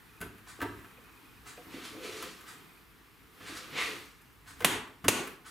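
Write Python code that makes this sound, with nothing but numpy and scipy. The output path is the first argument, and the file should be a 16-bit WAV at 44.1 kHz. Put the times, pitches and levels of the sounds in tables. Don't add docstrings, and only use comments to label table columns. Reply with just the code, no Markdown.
import sys
import numpy as np
from scipy import signal
from scipy.fft import rfft, irfft
from scipy.io import wavfile
from scipy.ndimage import uniform_filter1d

SR = 44100
rng = np.random.default_rng(int(sys.argv[2]) if len(sys.argv) > 2 else 0)


def store_pcm(level_fs):
    pcm = np.round(np.clip(level_fs, -1, 1) * 32767).astype(np.int16)
    wavfile.write(sys.argv[1], SR, np.atleast_2d(pcm).T)


def rack_gain(trim_db):
    fader = np.asarray(trim_db, float)
    return 10 ** (fader / 20)


N = 242837

# (frequency [Hz], level [dB], time to die 60 dB [s])
BOOM_MODES = [(60.5, -37, 0.25), (101.4, 18, 0.496), (139, -5.5, 0.3)]


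def evened(x):
    return x / np.sqrt(np.mean(x ** 2) + 1e-20)


def peaked(x):
    return x / abs(x).max()


def levelled(x):
    spectrum = rfft(x)
    power = uniform_filter1d(abs(spectrum) ** 2, size=41)
    return irfft(spectrum / np.sqrt(power + 1e-12), len(x))[:len(x) // 2]


def read(points, hz):
    f, value = np.transpose(points)
    return np.interp(np.log(hz + 1), np.log(f + 1), value)


def add(mix, s, sound):
    part = mix[round(s * SR):][:len(sound)]
    part += sound[:len(part)]


def colour(x, points):
    level_db = np.maximum(read(points, abs(np.fft.fftfreq(4096, 1 / SR))), -90)
    log_gain = np.log(rack_gain(level_db))
    taps = np.fft.ifft(np.exp(np.conj(signal.hilbert(log_gain)))).real[:2048]
    return signal.oaconvolve(x, taps)[:len(x)]


def resonate(x, hz, width):
    turn = np.exp(2j * np.pi * np.cumsum(hz * np.ones(len(x))) / SR)
    r = np.exp(-np.pi * width / SR)
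    return 2 * (turn * signal.lfilter([1 - r], [1, -r], x / turn)).real


def ring(modes, count):
    t = np.arange(count) / SR
    return sum(rack_gain(db - 60 * t / t60) * np.sin(2 * np.pi * hz * t) for hz, db, t60 in modes)


def grit(count, per_s, spread_db):
    draw = rng.random((count, 3))
    size = rack_gain(-spread_db * np.log(draw[:, 0] + 0.008)) * np.sign(draw[:, 1] - 0.5)
    return size * (draw[:, 2] < per_s / SR)


def clump(length, rise, spread_db):
    t = np.arange(9000) / SR
    return grit(len(t), 9000, spread_db) * np.exp(-t / length) * np.minimum(t / rise, 1)


def slopes(t, start, held, rise, fall):
    before, after = (start - t) / rise, (t - start - held) / fall
    return -30 * np.maximum(np.maximum(before, after), 0)


def swells(t, rows, under_db):
    humps = sum(rack_gain(2 * db) * np.cos(np.pi / 2 * np.clip((t - s) / half, -1, 1)) ** 2
                for s, half, db in rows)
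    return 10 * np.log10(rack_gain(2 * under_db) + humps)


def blows():
    # (time [s], peak level [dB], rattle length [s], pot ring level [dB], stove boom level [dB])
    strikes = [
        (4.646, -6.5, 0.011, -18, -35),
        (5.082, -6.5, 0.013, -16, -30.5),
    ]
    # (frequency [Hz], level per Hz [dB])
    crack_colours = [
        [(35, -33), (60, -12), (287, 2.5), (1040, 2), (1310, -2.5), (1620, 0.5), (1950, 0.5), (2190, 0.5),
         (2650, 1), (3500, -0.5), (4860, -12), (10800, -4), (14900, -11.5), (16000, -26)],
        [(35, -53), (60, -5), (380, 12), (1380, 2), (1620, 1), (2770, 7.5), (3040, 2.5), (4530, -2.5),
         (5330, -5.5), (6280, 2), (7060, -1), (10800, 0.5), (14600, -8), (16000, -19)],
    ]
    # (frequency [Hz], level [dB], time to die 60 dB [s])
    pot_modes = [(271, -7, 0.4), (436.7, 6.5, 0.294), (1162.6, 4.5, .15), (1480, 2, .15), (1962, 3.5, 0.17),
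                 (2760, -7, .13), (2700, -17, .13), (3230, -13, .15), (4500, 2, 0.113), (6790, 1, 0.166),
                 (8600, 10, 0.053)]
    skew_colour = [(500, -18.0), (1200, 1.5), (6000, -14.0), (13000, -8.0)]  # (frequency [Hz], level [dB])
    out = np.zeros((2, N))
    for (s, db, length, ring_db, boom_db), crack_colour in zip(strikes, crack_colours):
        held = np.exp(-(np.arange(9000) / SR / length) ** 2)
        rattle = levelled(held * clump(2 * length, 0.00018, 2.1))
        crack = peaked(colour(rattle, crack_colour))
        skew = peaked(colour(clump(length, 0.00017, 1.5), skew_colour))
        direct, side, rung = np.zeros((3, N))
        add(direct, s, crack)
        add(direct, s, rack_gain(boom_db) * peaked(ring(BOOM_MODES, count=20000)))
        add(side, s, rack_gain(-17) * skew)
        add(rung, s, rack_gain(ring_db) * peaked(ring(pot_modes, count=20000)))
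        snap = colour(signal.unit_impulse(N, round(s * SR)), crack_colour)
        snap = snap * np.linalg.norm(crack) / np.linalg.norm(snap)
        out += rack_gain(db + 2) * (direct + rung + [side, -side] + walls(snap + rung))
    return out


def bumps():
    # (time [s], peak level [dB], main ring [Hz], deep boom over it [dB], length [s])
    thuds = [(0.206, -33.5, 139, -11, 0.0083), (0.217, -31.5, 338.3, -14, 0.0119),
             (0.258, -36.5, 120, -16, 0.0111), (0.588, -37.5, 292, -24, 0.0086),
             (0.615, -28, 322, -9.5, 0.012), (0.645, -31, 381, -34, 0.0137),
             (0.839, -47.5, 210, -7.5, 0.0095), (0.975, -48, 500, -20, 0.0064),
             (1.576, -35.5, 498, -26, 0.012), (1.662, -44.5, 266, -8.5, 0.02),
             (1.74, -31.5, 266, -32, 0.0051), (1.76, -40, 370, -33.5, 0.037),
             (1.944, -39.5, 305, -33, 0.043), (2.044, -37, 383, -28, 0.0123), (2.233, -39, 177, -24, 0.012),
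             (3.402, -42, 179, -7.5, 0.016), (3.492, -37.5, 293.7, -33, 0.0226),
             (3.76, -35, 482, -22, 0.016), (4.608, -31, 372, -10.5, 0.052),
             (5.039, -29.5, 148, -16.5, 0.012), (5.049, -27.5, 256, -5, 0.0162),
             (5.439, -55, 307, -12, 0.013)]
    # (time [s], peak level [dB], main ring [Hz], bright tick over it [dB])
    taps = [(0.212, -35.5, 1470, 5), (0.225, -35.5, 1453, -18.5), (0.381, -53, 1666, -1),
            (0.603, -32.5, 1540, -43), (0.615, -25.5, 1601, -27), (0.624, -26.5, 905, -40),
            (0.789, -47, 1697, -13), (.845, -46, 1300, -25), (0.91, -52, 1790, -9), (1.04, -56, 2500, -3),
            (2.046, -45.5, 2360, -21), (2.224, -35, 1177, -0.5), (2.408, -48.5, 1530, 0),
            (3.405, -46.5, 1200, -26), (3.578, -41, 2680, -14), (4.215, -66, 1640, 14.5),
            (4.505, -47, 1480, -8.5), (4.604, -31.5, 980, -17), (4.872, -47.5, 1090, -14),
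            (5.042, -31, 1100, -25), (5.046, -33.5, 1380, -8), (5.272, -37.5, 1110, -5)]
    # (time [s], peak level [dB], main ring [Hz], bright tick over it
    # [dB])
    more_taps = [
        (0.204, -47, 1500, 3),
        (4.594, -51.5, 1670, 6),
        (4.62, -32.5, 2030, -24),
    ]
    # (frequency [Hz], level [dB], time to die 60 dB [s])
    stove_modes = [(210, -0.5, 0.179), (306, 9.5, 0.1), (441.8, 1, 0.152), (700, 5.5, .06)]
    # (frequency [Hz], level [dB], time to die 60 dB [s])
    pan_modes = [(703, -4.5, 0.041), (905, -2, 0.085), (958, -2.5, 0.069), (1270, -3.5, 0.072),
                 (1347, -1.5, 0.079), (1590, -1.5, 0.038), (1734, -2.5, 0.114), (1965, -8, 0.041),
                 (2740, -11.5, 0.057)]
    # (frequency [Hz], level [dB])
    clatter_colour = [(600, -24.5), (900, 8.5), (2000, 1.5), (3200, -4.5), (4500, -17.5), (6000, -16.5)]
    tick_colour = [(3000, 3), (4500, 0), (8000, 2.0), (11500, 9.0), (15500, -6)]
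    clack_s = 0.0076
    soft, clacks, spots = np.zeros((3, N))
    for s, db, hz, boom_db, length in thuds:
        contacts = clump(length, 0.0037, 3.25)
        body = peaked(signal.oaconvolve(contacts, ring(stove_modes, count=14000))[:14000])
        boom = peaked(signal.oaconvolve(contacts, ring(BOOM_MODES, count=14000))[:14000])
        spot = peaked(resonate(resonate(contacts, hz, 103.4), hz, 232))
        add(soft, s, rack_gain(db - 4.0) * (0.39 * body + rack_gain(boom_db) * boom))
        add(soft, s, rack_gain(db - 4.5) * spot)
    for s, db, hz, tick_db in taps + more_taps:
        contacts = clump(clack_s, 0.23 * clack_s, 1.55)
        pan_share = 0.35 - 0.014 * tick_db
        body = peaked(signal.oaconvolve(contacts, ring(pan_modes, count=9000))[:9000])
        clack = pan_share * body + peaked(colour(contacts, clatter_colour))
        tick = peaked(colour(contacts, tick_colour))
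        add(spots, s, rack_gain(db - 6) * peaked(resonate(contacts, hz, 130)))
        add(clacks, s, rack_gain(db - 1.5) * (peaked(clack) + rack_gain(tick_db + 2) * tick))
    return soft, clacks, spots


def scrapes():
    # (hardest moment [s], rasp level [dB], time to die 30 dB [s],
    # rasp centre [Hz], hiss over the rasp [dB])
    strokes = [(1.726, -47.5, 0.5451, 2010, -8), (1.85, -44, 0.1515, 3000, -3),
               (2.042, -42.5, 0.37, 2250, -4.5), (2.115, -56.5, .4, 2186, -5), (2.178, -51, 0.2, 2940, -2),
               (2.228, -49.5, 0.33, 1730, -6), (3.425, -52.5, 0.75, 1800, -6),
               (3.477, -48, 0.3826, 1600, -5), (3.575, -44, 0.05, 2800, 0.5), (3.645, -53, 0.04, 2200, -19),
               (3.72, -59, 0.1, 1000, -30), (3.78, -30.5, 0.1061, 2120, -13.5),
               (3.815, -33.5, 0.2844, 1980, -7.5)]
    # (start [s], held [s], rumble level [dB])
    drags = [
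        (1.76, 0.023, -50),
        (1.95, 0.12, -44.5),
        (2.1, 0.17, -45.5),
        (3.42, 0.28, -58.5),
        (3.76, .18, -46.5),
    ]
    # (frequency [Hz], level per Hz [dB])
    rasp_colour = [(410, -19.5), (700, -10), (838, -12), (1170, -3.5), (1460, -5), (2620, -4.5), (2850, -5),
                   (4040, -7), (6000, -15.5), (7800, -28), (13200, -120)]
    # (frequency [Hz], level per Hz [dB])
    hiss_colour = [(2650, -28), (4500, -3.5), (7100, -12), (10100, -11.5), (14200, -24.5), (16100, -36.5),
                   (16500, -53)]
    # (frequency [Hz], width [Hz], level [dB])
    rumble_modes = [(304.6, 21, -2), (360.46, 24, 1.5), (432, 35, 2.5), (496, 35, 0)]
    stroke_rise_s, drag_rise_s, drag_fall_s = 0.076, 0.08, 0.099
    out, t = np.zeros(N), np.arange(N) / SR
    fine, coarse = grit(N, 14000, 3.0), grit(N, 3000, 2.5)
    wide, hiss = evened(colour(fine, rasp_colour)), evened(colour(fine, hiss_colour))
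    for s, db, fall, hz, hiss_db in strokes:
        near = slice(round((s - 0.2) * SR), round((s + 0.7) * SR))
        shape_db = slopes(t[near], s, 0, stroke_rise_s, fall)
        focus = np.minimum(0.38 * rack_gain(0.5 * (db + shape_db + 43.5)), 1.6)
        narrow = evened(resonate(resonate(fine[near], hz, 800), hz, 800))
        rasp = (wide[near] + focus * narrow) / np.hypot(1, focus)
        airy_db = hiss_db + np.where(t[near] > s, 0.85, 1.6) * shape_db
        add(out, near.start / SR, rack_gain(db - 4.0) * (rack_gain(shape_db) * rasp + rack_gain(airy_db) * hiss[near]))
    rumble = sum(rack_gain(db) * resonate(resonate(coarse, hz, 3 * width), hz, width) / np.sqrt(width)
                 for hz, width, db in rumble_modes)
    weight = sum(rack_gain(db - 4.5 + slopes(t, s, held, drag_rise_s, drag_fall_s)) for s, held, db in drags)
    return out + weight * evened(rumble)


def clock():
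    # (time [s], peak level [dB])
    ticks = [(0.4749, -48), (1.4647, -46), (2.4724, -47), (3.4719, -49), (4.4722, -49), (5.4571, -47.5)]
    # (frequency [Hz], width [Hz], level [dB])
    case_modes = [(1050, 205, -2.5), (1429, 570, 10.5), (2020, 150, -9), (4140, 1300, 3), (6730, 550, -1),
                  (8100, 1000, 4), (9540, 470, -1), (10900, 500, -1.5), (12000, 900, -19)]
    out = np.zeros(N)
    for s, db in ticks:
        for hz, width, level_db in case_modes:
            lead_s = 0.016 if hz < 3000 else 0.004
            rattle = evened(resonate(clump(0.0313, 0.013, 1.42), hz, width)) / 20
            add(out, s - lead_s, rack_gain(db + 5.5 + level_db) * rattle)
    return out


def cricket():
    # (start [s], end [s], level [dB])
    spells = [
        (.07, .31, -55),
        (.83, 1.39, -54),
        (1.55, 1.63, -50.5),
        (2.51, 2.79, -55),
    ]
    accents_db = [-10.5, -2.5, -1, -5, 0]
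    wing_hz, beat_start_s, beat_s = 2529.7, 0.0125, 0.04
    out, t = np.zeros(N), np.arange(900) / SR
    tone = np.sin(2 * np.pi * wing_hz * t * (1 - 1.34 * t))
    pulse = tone * (t / 0.00362) * np.exp(1 - t / 0.0041)
    for k, s in enumerate(np.arange(beat_start_s, N / SR, beat_s)):
        for start, end, db in spells:
            if start < s < end:
                add(out, s, rack_gain(db + accents_db[k % len(accents_db)] - 4.0) * pulse)
    return out


def hush():
    # (middle [s], half length [s], level [dB])
    stirs = [(0.72, 0.31, -56.5), (1.22, 0.45, -61.5), (1.793, 0.37, -52.5), (2.13, 0.249, -51),
             (2.507, 0.41, -56), (3.5, 0.209, -53), (3.859, 0.29, -48), (4.694, 0.17, -51.5),
             (5.203, 0.19, -47.5)]
    # (middle [s], level [dB])
    drone_swells = [(.28, -65.5), (.66, -61), (1.42, -67.5), (2.05, -79), (3.58, -71), (4.1, -68),
                    (4.45, -67), (4.72, -60.5), (5.2, -69)]
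    # (frequency [Hz], level per Hz [dB])
    hush_colour = [(71, -28), (120, -13.5), (151, -5), (247, -5.5), (285, -3), (388, -10), (422, -6),
                   (563, -20.5), (1160, -9), (1280, -10), (2190, -12.5), (2480, -14), (6530, -26.5),
                   (14900, -22.5), (16500, -51)]
    # (frequency [Hz], level per Hz [dB])
    drone_colour = [(25, -30), (40, -6), (50, 4), (60, -0.5), (75, -10.5), (100, -3.5), (125, -4),
                    (170, -26)]
    # (frequency [Hz], correlation [0..1])
    likeness = [(60, 1), (150, 0.26), (380, 0.69), (950, 0.824), (2380, 0.386), (5980, 0.888), (15000, 1)]
    swell_s, drone_db = 0.22, -71.5
    frames, hz = N // 1024 + 5, np.fft.rfftfreq(4096, 1 / SR)
    a, b, c, d, patches = rng.standard_normal((frames, 2049, 5)).T
    patches = evened(uniform_filter1d(uniform_filter1d(patches, 48, 0), 4, 1))
    t = np.arange(frames) * 1024 / SR
    level_db = swells(t, stirs, -57 - 0.5 * t)
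    bass_db = swells(t, [(s, swell_s, db) for s, db in drone_swells], drone_db) - level_db
    same = np.clip(read(likeness, hz), -1, 1)[:, None]
    left, other = a + 1j * b, c + 1j * d
    z = np.array([left, same * left + np.sqrt(1 - same ** 2) * other])
    drone = rack_gain(read(drone_colour, hz)[:, None] + 12.5 + bass_db) * (hz[:, None] < 200)
    z *= (rack_gain(read(hush_colour, hz))[:, None] + drone) * rack_gain(0.97 * patches)
    noise = evened(signal.istft(z, nperseg=4096, noverlap=3072)[1][:, :N])
    return noise * rack_gain(np.interp(np.arange(N) / SR, t, level_db))


def walls(x):
    # (frequency [Hz], time to die 60 dB [s])
    decay = [(100, 0.36), (300, 0.5), (1000, 0.529), (3000, 0.41), (8000, 0.34), (14000, 0.2274)]
    # (frequency [Hz], level [dB])
    echo_colour = [(60, -4.5), (250, 4), (600, -7.5), (1200, -0.5), (3000, -0.5), (6000, 0), (14000, -1.5)]
    # (frequency [Hz], side share [ratio])
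    side_share = [(100, 0.134), (400, 0.12), (700, 0.36), (1200, 0.49), (2000, 0.39), (4500, 0.566),
                  (8000, 0.044), (13000, 0.076)]
    taps = np.zeros((2, SR))
    grid = np.arange(140, SR - 20, 12)
    at = grid + rng.integers(0, 12, (2, len(grid)))
    np.put_along_axis(taps, at, rng.choice([-1., 1.], at.shape), 1)
    hz, t, z = signal.stft(taps, SR, nperseg=512)
    z = z * rack_gain(read(echo_colour, hz)[:, None] - 60 * t / read(decay, hz)[:, None])
    side = z[1] * read(side_share, hz)[:, None]
    tail = signal.istft(np.array([z[0] + side, z[0] - side]), SR, nperseg=512)[1]
    tail = tail * (np.arange(z.shape[2] * 256 - 256) > 130)
    return signal.fftconvolve(x[None], tail / np.linalg.norm(tail[0]), axes=1)[:, :N]


def scene():
    strokes = scrapes()
    soft, clacks, spots = bumps()
    far, insect = clock(), cricket()
    to_walls = rack_gain(-4.0) * soft + rack_gain(-3.0) * clacks + rack_gain(-10.0) * spots
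    to_walls += rack_gain(-2.0) * far + rack_gain(-4.5) * strokes + rack_gain(-14.5) * insect
    direct = rack_gain(-1.5) * soft + clacks + spots + rack_gain(-6.5) * far + strokes + insect
    return blows() + direct + walls(to_walls) + hush()


def top_cut(x):
    return signal.sosfilt(signal.butter(12, 16820, fs=SR, output="sos"), x)


def record(dry):
    power_db = 10 * np.log10(signal.lfilter([0.004], [1, -0.996], (dry ** 2).mean(0)) + 1e-12)
    fall = np.arange(N) * 122.0 / SR
    over_db = np.maximum(np.maximum.accumulate(power_db + fall) - fall + 26.5, 0)
    lag = np.exp(-1 / (SR * 0.01))
    ducked = dry / rack_gain(0.9 * signal.lfilter([1 - lag], [1, -lag], over_db))
    ducked = signal.sosfilt(signal.butter(3, 42, "high", fs=SR, output="sos"), ducked)
    ducked = signal.oaconvolve(ducked, signal.firwin(255, 16400, fs=SR)[None], "same")
    return top_cut(ducked)


dry = scene()
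out = record(dry)
store_pcm(out)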